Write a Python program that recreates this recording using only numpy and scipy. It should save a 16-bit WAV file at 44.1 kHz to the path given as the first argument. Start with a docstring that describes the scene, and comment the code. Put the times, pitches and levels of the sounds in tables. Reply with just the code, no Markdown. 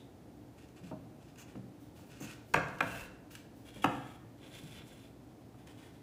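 """Pinning burlap to a wooden frame

On a stone counter in an echoing room, over a low ventilation rumble, fingers rub the cloth and
press in a thumbtack. The frame is set down on one edge, then the other, slid, tipped, dropped and
nudged along, and a palm smooths the weave. Knocks are fading wood tones; rubs are many tiny slips."""
import sys
import numpy as np
from scipy import signal
from scipy.fft import rfft, irfft, next_fast_len
from scipy.io import wavfile
from scipy.ndimage import map_coordinates

SR = 44100
rng = np.random.default_rng(int(sys.argv[2]) if len(sys.argv) > 2 else 0)


def generate_wav(signal):
    """Clip the signal to [-1, 1] and save it as 16-bit WAV at the path in sys.argv[1]."""
    frames = np.transpose(np.atleast_2d(signal))
    scaled = np.clip(frames, -1, 1) * 32767
    pcm = np.round(scaled).astype(np.int16)
    wavfile.write(sys.argv[1], SR, pcm)


N = 265482

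# The tone of rubbed burlap and of wood on stone. Each row: frequency in Hz, level in dB.
BURLAP_TONE = [(300, -7), (700, -18), (1300, -2), (2500, -1.5), (4000, -10), (5500, -8.5), (7500, -11.5),
               (10000, -15.5), (12000, -17), (15500, -30)]
STONE_TONE = [(300, 4.5), (1000, -5), (1650, -3), (3000, -3.5), (4400, -10.5), (7500, -10), (9000, -10.5),
              (12500, -14), (15500, -12)]
# Resonances of the cloth-covered rail and the frame's edge. Each row: centre in Hz, width in Hz, gain in dB.
RAIL_PEAKS = [(1250, 130, 2), (2040, 75, -25), (2740, 110, 9), (3370, 110, 2), (4330, 150, 3.5),
              (5700, 130, -8), (7060, 690, 2), (7800, 150, 3)]
EDGE_PEAKS = [(1600, 220, 3), (2270, 170, 6), (2740, 150, 6), (3360, 270, 9.5), (4000, 180, 3),
              (7500, 400, 3), (10500, 800, 4), (14500, 1800, -3)]


def amp(db):
    """Turn decibels into a gain."""
    return 10 ** (np.asarray(db) / 20)


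def unit(x):
    """Scale a sound to an average (rms) level of 1."""
    return x / np.sqrt(np.mean(x ** 2) + 1e-20)


def along(points, hz):
    """Read between (frequency, value) points on a logarithmic frequency scale."""
    freqs, values = np.transpose(points)
    return np.interp(np.log(hz + 1), np.log(freqs + 1), values)


def add(track, start, sound):
    """Mix a sound into the track, start seconds in."""
    part = track[round(start * SR):][:len(sound)]
    part += sound[:len(part)]


def wobble(rate):
    """A smooth curve through rate random values a second."""
    return map_coordinates(rng.standard_normal(int(N * rate / SR) + 4), [np.arange(N) * rate / SR])


def coloured(x, tone, peaks=()):
    """Filter a sound by a tone curve plus bell-shaped peaks and dips."""
    size = 2 * next_fast_len(len(x))
    freqs = np.fft.rfftfreq(size, 1 / SR)
    level = along(tone, freqs) + sum(db * np.exp(-((freqs - hz) / width) ** 2) for hz, width, db in peaks)
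    cepstrum = irfft(np.log(amp(level)), size)
    cepstrum[1:size // 2] *= 2  # folded so that the filter rings only after a sound, never before
    cepstrum[size // 2 + 1:] = 0
    return irfft(rfft(x, size) * np.exp(rfft(cepstrum)), size)[:len(x)]


def echoed(x, extra_db=0):
    """The counter and cabinets throw back quick echoes, timed a little differently for each sound."""
    echoes = [(.0022, 2.5), (.0039, -2), (.0066, -10.5), (0.0137, -17), (0.02, -8)]  # Each row: delay in seconds, relative level in dB.
    out = x.copy()
    for delay, db in echoes:
        add(out, delay * rng.uniform(.85, 1.15), amp(db + extra_db) * x)
    return out


def in_room(x, wet_db, build_s=0.0028):
    """Add the room's wash of echoes, which builds up as the first walls answer."""
    fade_times = [(100, 0.67), (300, 0.59), (700, 0.68), (1600, 0.76), (3000, 0.55), (7000, 0.53),
                  (15000, 0.11)]  # Each row: frequency in Hz, t60 (seconds to fade by 60 dB).
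    wall_tone = [(100, 3.5), (250, 3), (420, -3.5), (650, 0), (1000, -7), (1700, -4.5), (2700, -7.5),
                 (3800, -3.5), (7000, -8), (15000, -9)]  # Each row: frequency in Hz, gain in dB.
    hz, t, noise = signal.stft(rng.standard_normal(SR), SR, nperseg=256)
    tail = signal.istft(noise * amp(-60 * t / along(fade_times, hz)[:, None]), SR, nperseg=256)[1]
    build_up = 1 - np.exp(-(np.arange(len(tail)) / SR / build_s) ** 2)
    tail = unit(tail * build_up) / np.sqrt(len(tail))
    return x + amp(wet_db) * signal.fftconvolve(x, coloured(tail, wall_tone))[:len(x)]


def strokes(rows, swell_share, sag_db_per_s, release_t60):
    """The loudness of rubs: each swells for a share of its length, eases off and dies away."""
    power = np.zeros(N)
    for start, length, db in rows:
        t = np.maximum(np.arange(N) / SR - start, 0)
        swell = np.minimum(t / (swell_share * length), 1)
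        fade_db = sag_db_per_s * t + 60 * np.maximum(t - length, 0) / release_t60
        power += (swell * amp(db - fade_db)) ** 2
    return np.sqrt(power)


def friction(tone, peaks, rate, spread_db, hiss, flutter_db):
    """Rubbing: tiny slips of uneven size, about rate a second, over a smooth hiss."""
    slips = (rng.random(N) < rate / SR) * rng.standard_normal(N)
    slips *= amp(spread_db * np.minimum(rng.exponential(size=N), 4))
    rub = unit(slips) + hiss * rng.standard_normal(N)
    rub *= amp(flutter_db * wobble(60))
    return unit(echoed(coloured(rub, tone, peaks), extra_db=-12))


def ventilation():
    """Moving air rumbles steadily under two wavering fan tones."""
    # The air's tone and the fan's hum. Each row: frequency in Hz, relative level in dB.
    air_tone = [(15, -43), (32, -39), (42, -25), (58, -4), (80, -8), (115, -3), (200, -7), (290, -3),
                (400, -11), (520, -14.5), (750, -16), (1100, -26), (1600, -29.5), (3000, -34.5),
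                (8000, -40), (15500, -43)]
    fan_tones = [(118, -61.5), (299, -66)]
    t = np.arange(N) / SR
    hum = sum(amp(db + 3 * wobble(7)) * np.sin(2 * np.pi * hz * t + 1.1 * wobble(14))
              for hz, db in fan_tones)
    return amp(-55) * unit(coloured(rng.standard_normal(N), air_tone)) + hum


def tack_box(db=-66, hz=3650, width_hz=450, t60=0.49):
    """Loose tacks settle in their box: a faint, bright noise that fades at the very start."""
    jingle = unit(coloured(rng.standard_normal(N), BURLAP_TONE, [(hz, width_hz, 16)]))
    return amp(db - 60 * np.arange(N) / SR / t60) * jingle


def pulled_burlap():
    """Burlap rasps as fingers pull it, and zips when drawn fast over a rail."""
    # Ordinary and fast pulls. Each row: start in seconds, length in seconds, relative level in dB.
    pulls = [(0.57, 0.079, -71), (0.757, 0.038, -67.5), (0.83, 0.073, -66), (1.19, 0.08, -75),
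             (1.272, 0.033, -69), (1.372, 0.055, -62), (1.95, 0.094, -71.5), (2.08, 0.18, -67),
             (2.205, 0.13, -58.5), (3.302, 0.032, -65), (3.335, 0.012, -68), (3.36, 0.047, -69)]
    fast_pulls = [(1.374, 0.053, -59), (2.198, 0.057, -52)]
    zip_tone = [(500, -2), (2500, -7), (4000, -31), (5700, -11), (6300, 0.5), (6750, -3), (7150, -3),
                (8000, -9), (10000, -15), (15500, -10)]  # Each row: frequency in Hz, level in dB.
    shape = dict(swell_share=0.2, sag_db_per_s=5, release_t60=0.064)
    rasp = friction(BURLAP_TONE, RAIL_PEAKS, rate=1600, spread_db=2.2, hiss=.9, flutter_db=1.3)
    zipping = friction(zip_tone, [], rate=800, spread_db=4, hiss=1, flutter_db=1.5)
    return amp(3.5) * strokes(pulls, **shape) * rasp + strokes(fast_pulls, **shape) * zipping


def thread_snaps(t60=0.031):
    """Single coarse threads snap, each a tiny burst of noise."""
    snaps = [(0.686, -59), (1.358, -56.5), (2.116, -58.5), (2.259, -56), (2.684, -50.5), (2.786, -50),
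             (3.31, -57), (3.352, -42), (3.357, -56), (5.672, -54.5)]  # Each row: start in seconds, level in dB.
    out, t = np.zeros(N), np.arange(SR // 10) / SR
    for start, db in snaps:
        noise = unit(coloured(rng.standard_normal(len(t)), BURLAP_TONE, RAIL_PEAKS))
        add(out, start, amp(db - 60 * t / t60) * noise)
    return in_room(out, wet_db=-2)


def frame_hit(cutoff_hz, thud_db, crack_db, place, crack_t60=0.0095):
    """One hit, from a corner (place 0) to mid-rail (1): the wood rings and its surface cracks."""
    # The frame's short tones. Each row: pitch in Hz, t60 in seconds, dB at a corner, dB at mid-rail.
    wood_tones = [(116.3, 0.091, -18, -16.5), (151, 0.064, -16.5, -8.5), (192, 0.069, -18.5, -7),
                  (289, 0.043, -15, -8.5), (520, 0.021, -8, -6.5), (605, 0.017, -6.5, -4),
                  (725, 0.032, -16.5, -1.5), (929, 0.023, -8, -7), (1115, 0.018, -7, -3),
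                  (1370, 0.018, -7, -3), (1647, 0.012, 3.5, -9.5), (2190, 0.012, -2.5, -15.5),
                  (2400, 0.014, -1, -10), (2685, 0.0071, -7.5, -2.5), (3310, 0.0087, -15.5, -16)]
    # Its faint lingering ring. Each row: pitch in Hz, level in dB, t60 in seconds.
    ring_tones = [(281, -30, 0.46), (509, -30.5, 0.41), (583, -36.5, 0.5), (675, -25, 0.26),
                  (743, -49, 0.19), (916, -26.5, 0.25), (1063, -37, 0.33), (1380, -36.5, 0.27),
                  (1610, -37, 0.33), (1603, -50, 0.27), (1820, -33, 0.51), (2170, -38, 0.22),
                  (2390, -41, 0.35), (2518, -44, 0.2)]
    crack_tone = [(500, 9), (2500, -27), (3800, 4), (5200, -6.5), (6800, 0.5), (7800, -4), (9500, -11.5),
                  (13500, -10), (16000, -12)]  # Each row: frequency in Hz, level in dB.
    t = np.arange(SR) / SR
    body = np.zeros(SR)
    for k, (hz, t60, corner_db, rail_db) in enumerate(wood_tones):
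        bass_db = thud_db / (1 + (hz / 500) ** 4)
        db = np.interp(place, [0, 1], [corner_db, rail_db]) + bass_db + rng.normal()
        pitch = hz * (1 + rng.normal(0, 0.015))
        body += (-1) ** k * amp(db - 60 * t / t60) * np.sin(2 * np.pi * pitch * t)
    ring = sum(amp(db - 60 * t / t60) * np.sin(2 * np.pi * (hz * t + rng.random()))
               for hz, db, t60 in ring_tones)
    wood = body + ring * (1 - np.exp(-t / 0.0069))
    wood = signal.lfilter(*signal.butter(2, cutoff_hz, fs=SR), wood)  # a softer touch is duller
    wood = signal.lfilter(*signal.butter(2, 90, "high", fs=SR), wood)  # the wood's sound is thinned below about 90 Hz
    crack = unit(coloured(rng.standard_normal(SR), crack_tone)) * amp(-60 * t / crack_t60)
    return wood + amp(crack_db) * crack


def hand_bumps():
    """Hands and tack bump the frame softly; skin makes hardly any crack."""
    # Each row: start in seconds, level in dB, treble cut-off in Hz, bass boost in dB.
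    bumps = [(0.822, -48, 275, 20), (0.847, -43, 295, 8), (0.911, -38.5, 800, 9), (0.923, -41.5, 700, 8),
             (1.551, -41, 380, 18), (1.553, -53, 2800, 5), (1.57, -38.5, 220, 4), (1.990, -50, 720, 7),
             (2.028, -44, 350, 6), (2.208, -46.5, 696, 19.5), (3.761, -43, 520, 13),
             (4.625, -55, 400, 23.5), (5.542, -54, 1100, -3)]
    out = np.zeros(N)
    for start, db, cutoff_hz, thud_db in bumps:
        hit = frame_hit(cutoff_hz, thud_db, crack_db=-46, place=0.76)
        add(out, start, amp(db) * in_room(echoed(hit), wet_db=-4))
    return out


def thumbtack(start=.914):
    """As the tack sinks home the rail rings, until the hand damps it."""
    rail_tones = [(629, -43, 0.27), (915, -47.5, 0.076), (1028, -53, 0.2)]  # Each row: pitch in Hz, level in dB, t60 in seconds.
    out, t = np.zeros(N), np.arange(SR // 2) / SR
    attack = 1 - np.exp(-t / 0.0013)
    damping = 1 / (1 + (t / .09) ** 10)
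    ring = sum(amp(db - 60 * t / t60) * np.sin(2 * np.pi * hz * t) for hz, db, t60 in rail_tones)
    add(out, start, damping * attack * ring)
    return in_room(out, wet_db=-12.5)


def palm():
    """A flat hand smooths the weave with a duller brushing sound."""
    sweeps = [(1.476, 0.027, -63), (1.548, .03, -72), (2.295, 0.037, -60), (5.28, 0.03, -79),
              (5.405, 0.016, -75), (5.578, 0.032, -67), (5.662, 0.044, -61), (5.76, 0.115, -61),
              (5.93, .04, -68.5)]  # Each row: start in seconds, length in seconds, level in dB.
    palm_tone = [(200, -11), (800, 6.5), (1500, 5.5), (3200, 6.5), (4200, -1.5), (7000, -5), (9500, -3),
                 (11000, -10), (15500, -10)]  # Each row: frequency in Hz, level in dB.
    rub = friction(palm_tone, [], rate=2500, spread_db=2.1, hiss=.9, flutter_db=1.1)
    return strokes(sweeps, swell_share=0.27, sag_db_per_s=22, release_t60=0.23) * rub


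def sleeves():
    """Sleeves and loose fibres brush the cloth with a fine whisper."""
    brushes = [(1.79, 0.06, -68), (1.94, 0.071, -66), (2.05, .04, -69), (2.22, 0.13, -68),
               (2.43, 0.16, -66), (3.303, 0.035, -58.5), (3.53, .1, -69)]  # Each row: start in seconds, length in seconds, level in dB.
    sleeve_tone = [(500, -10), (3000, 2), (8000, 0.5), (12000, -0.5), (15000, 4)]  # Each row: frequency in Hz, level in dB.
    whisper = unit(coloured(rng.standard_normal(N), sleeve_tone))
    return strokes(brushes, swell_share=0.39, sag_db_per_s=18, release_t60=0.39) * whisper


def counter_knocks():
    """The wooden frame lands hard on the stone."""
    # Each row: start in seconds, level in dB, treble cut-off in Hz, bass boost in dB, crack in dB,
    # room echo in dB, place from 0 (corner) to 1 (mid-rail).
    knocks = [(2.5381, -27, 5000, -11, -3.5, -0.5, 0.51), (2.5414, -16.5, 3280, -1, -22, -3, 0.49),
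              (2.5528, -35, 2600, 1, -32, -5, 0.21), (2.5625, -28, 3650, 9.5, -20, -3, 0.21),
              (2.573, -34, 4200, 6.5, -15, -8, 0.26), (2.8053, -18.5, 3430, -11, -19, -7, 0.5),
              (2.8092, -30.5, 3000, 1, -29, 2.5, 0.5), (3.842, -17.5, 2900, -1, -18, -3.5, 0.91)]
    out = np.zeros(N)
    for start, db, cutoff_hz, thud_db, crack_db, room_db, place in knocks:
        hit = frame_hit(cutoff_hz, thud_db, crack_db, place)
        add(out, start, amp(db) * in_room(echoed(hit), room_db))
    return out


def slide():
    """The frame scrapes over the stone, shoved while flat and then nudged along on one edge."""
    # Each row: start in seconds, length in seconds, relative level in dB.
    shoves = [(2.57, 0.31, -65.5), (2.805, 0.23, -51.5)]
    nudges = [(3.645, 0.049, -58), (3.725, 0.076, -57.5), (3.82, 0.018, -47), (3.85, 0.14, -57.5),
              (3.99, 0.16, -62)]
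    # Resonances of the frame lying flat. Each row: centre in Hz, width in Hz, gain in dB.
    flat_peaks = [(1600, 420, 4.4), (2250, 77, 5), (2710, 170, 12.7), (6530, 480, 1.3)]
    shape = dict(swell_share=0.27, sag_db_per_s=5.8, release_t60=0.17)
    flat = friction(STONE_TONE, flat_peaks, rate=2200, spread_db=2.2, hiss=.9, flutter_db=1.1)
    edge = friction(STONE_TONE, EDGE_PEAKS, rate=1500, spread_db=2.5, hiss=.8, flutter_db=1.3)
    scrape = amp(3) * strokes(shoves, **shape) * flat + amp(-0.1) * strokes(nudges, **shape) * edge
    return in_room(scrape, wet_db=-1.5)


def push(split_hz=4500):
    """Thumbs ease the frame forward in uneven swells: the rail rasps under a fibrous hiss."""
    swells = [(4.38, -72, -80), (4.412, -63.5, -77), (4.442, -54.5, -69), (4.486, -63, -71),
              (4.498, -63, -65), (4.512, -62.5, -71), (4.554, -53.5, -60.5), (4.626, -63, -64.5),
              (4.772, -53.5, -62), (4.822, -57, -74), (4.844, -69, -73), (4.888, -67, -64),
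              (4.92, -58, -71), (4.928, -64, -66.5), (5.072, -64.5, -72), (5.1, -82, -82), (5.12, -81, -83)]  # Each row: time in seconds, relative rasp level in dB, treble level in dB.
    times, rasp_db, treble_db = np.transpose(swells)
    rub = friction(STONE_TONE, EDGE_PEAKS, rate=2600, spread_db=2, hiss=.9, flutter_db=1)
    out = np.zeros(N)
    for side, curve_db in (("low", rasp_db - 1), ("high", treble_db)):
        band = unit(signal.sosfilt(signal.butter(4, split_hz, side, fs=SR, output="sos"), rub))
        out += amp(np.interp(np.arange(N) / SR, times, curve_db, left=-120, right=-120)) * band
    return in_room(out, wet_db=-6.5)


def scene():
    """Everything at one microphone above the counter."""
    wood = counter_knocks() + hand_bumps() + thumbtack() + slide() + push()
    cloth = thread_snaps() + in_room(pulled_burlap() + palm() + sleeves(), wet_db=-1.5)
    return (wood + cloth + ventilation() + tack_box())[None]


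def record(dry, low_hz=45, top_hz=15570):
    """The microphone thins the deepest bass, and nothing above top_hz is kept."""
    thinned = signal.lfilter(*signal.butter(2, low_hz, "high", fs=SR), dry)
    size = next_fast_len(N + SR // 2)
    kept = np.fft.rfftfreq(size, 1 / SR) < top_hz
    return irfft(rfft(thinned, size) * kept, size)[..., :N]


dry = scene()
out = record(dry)
generate_wav(out)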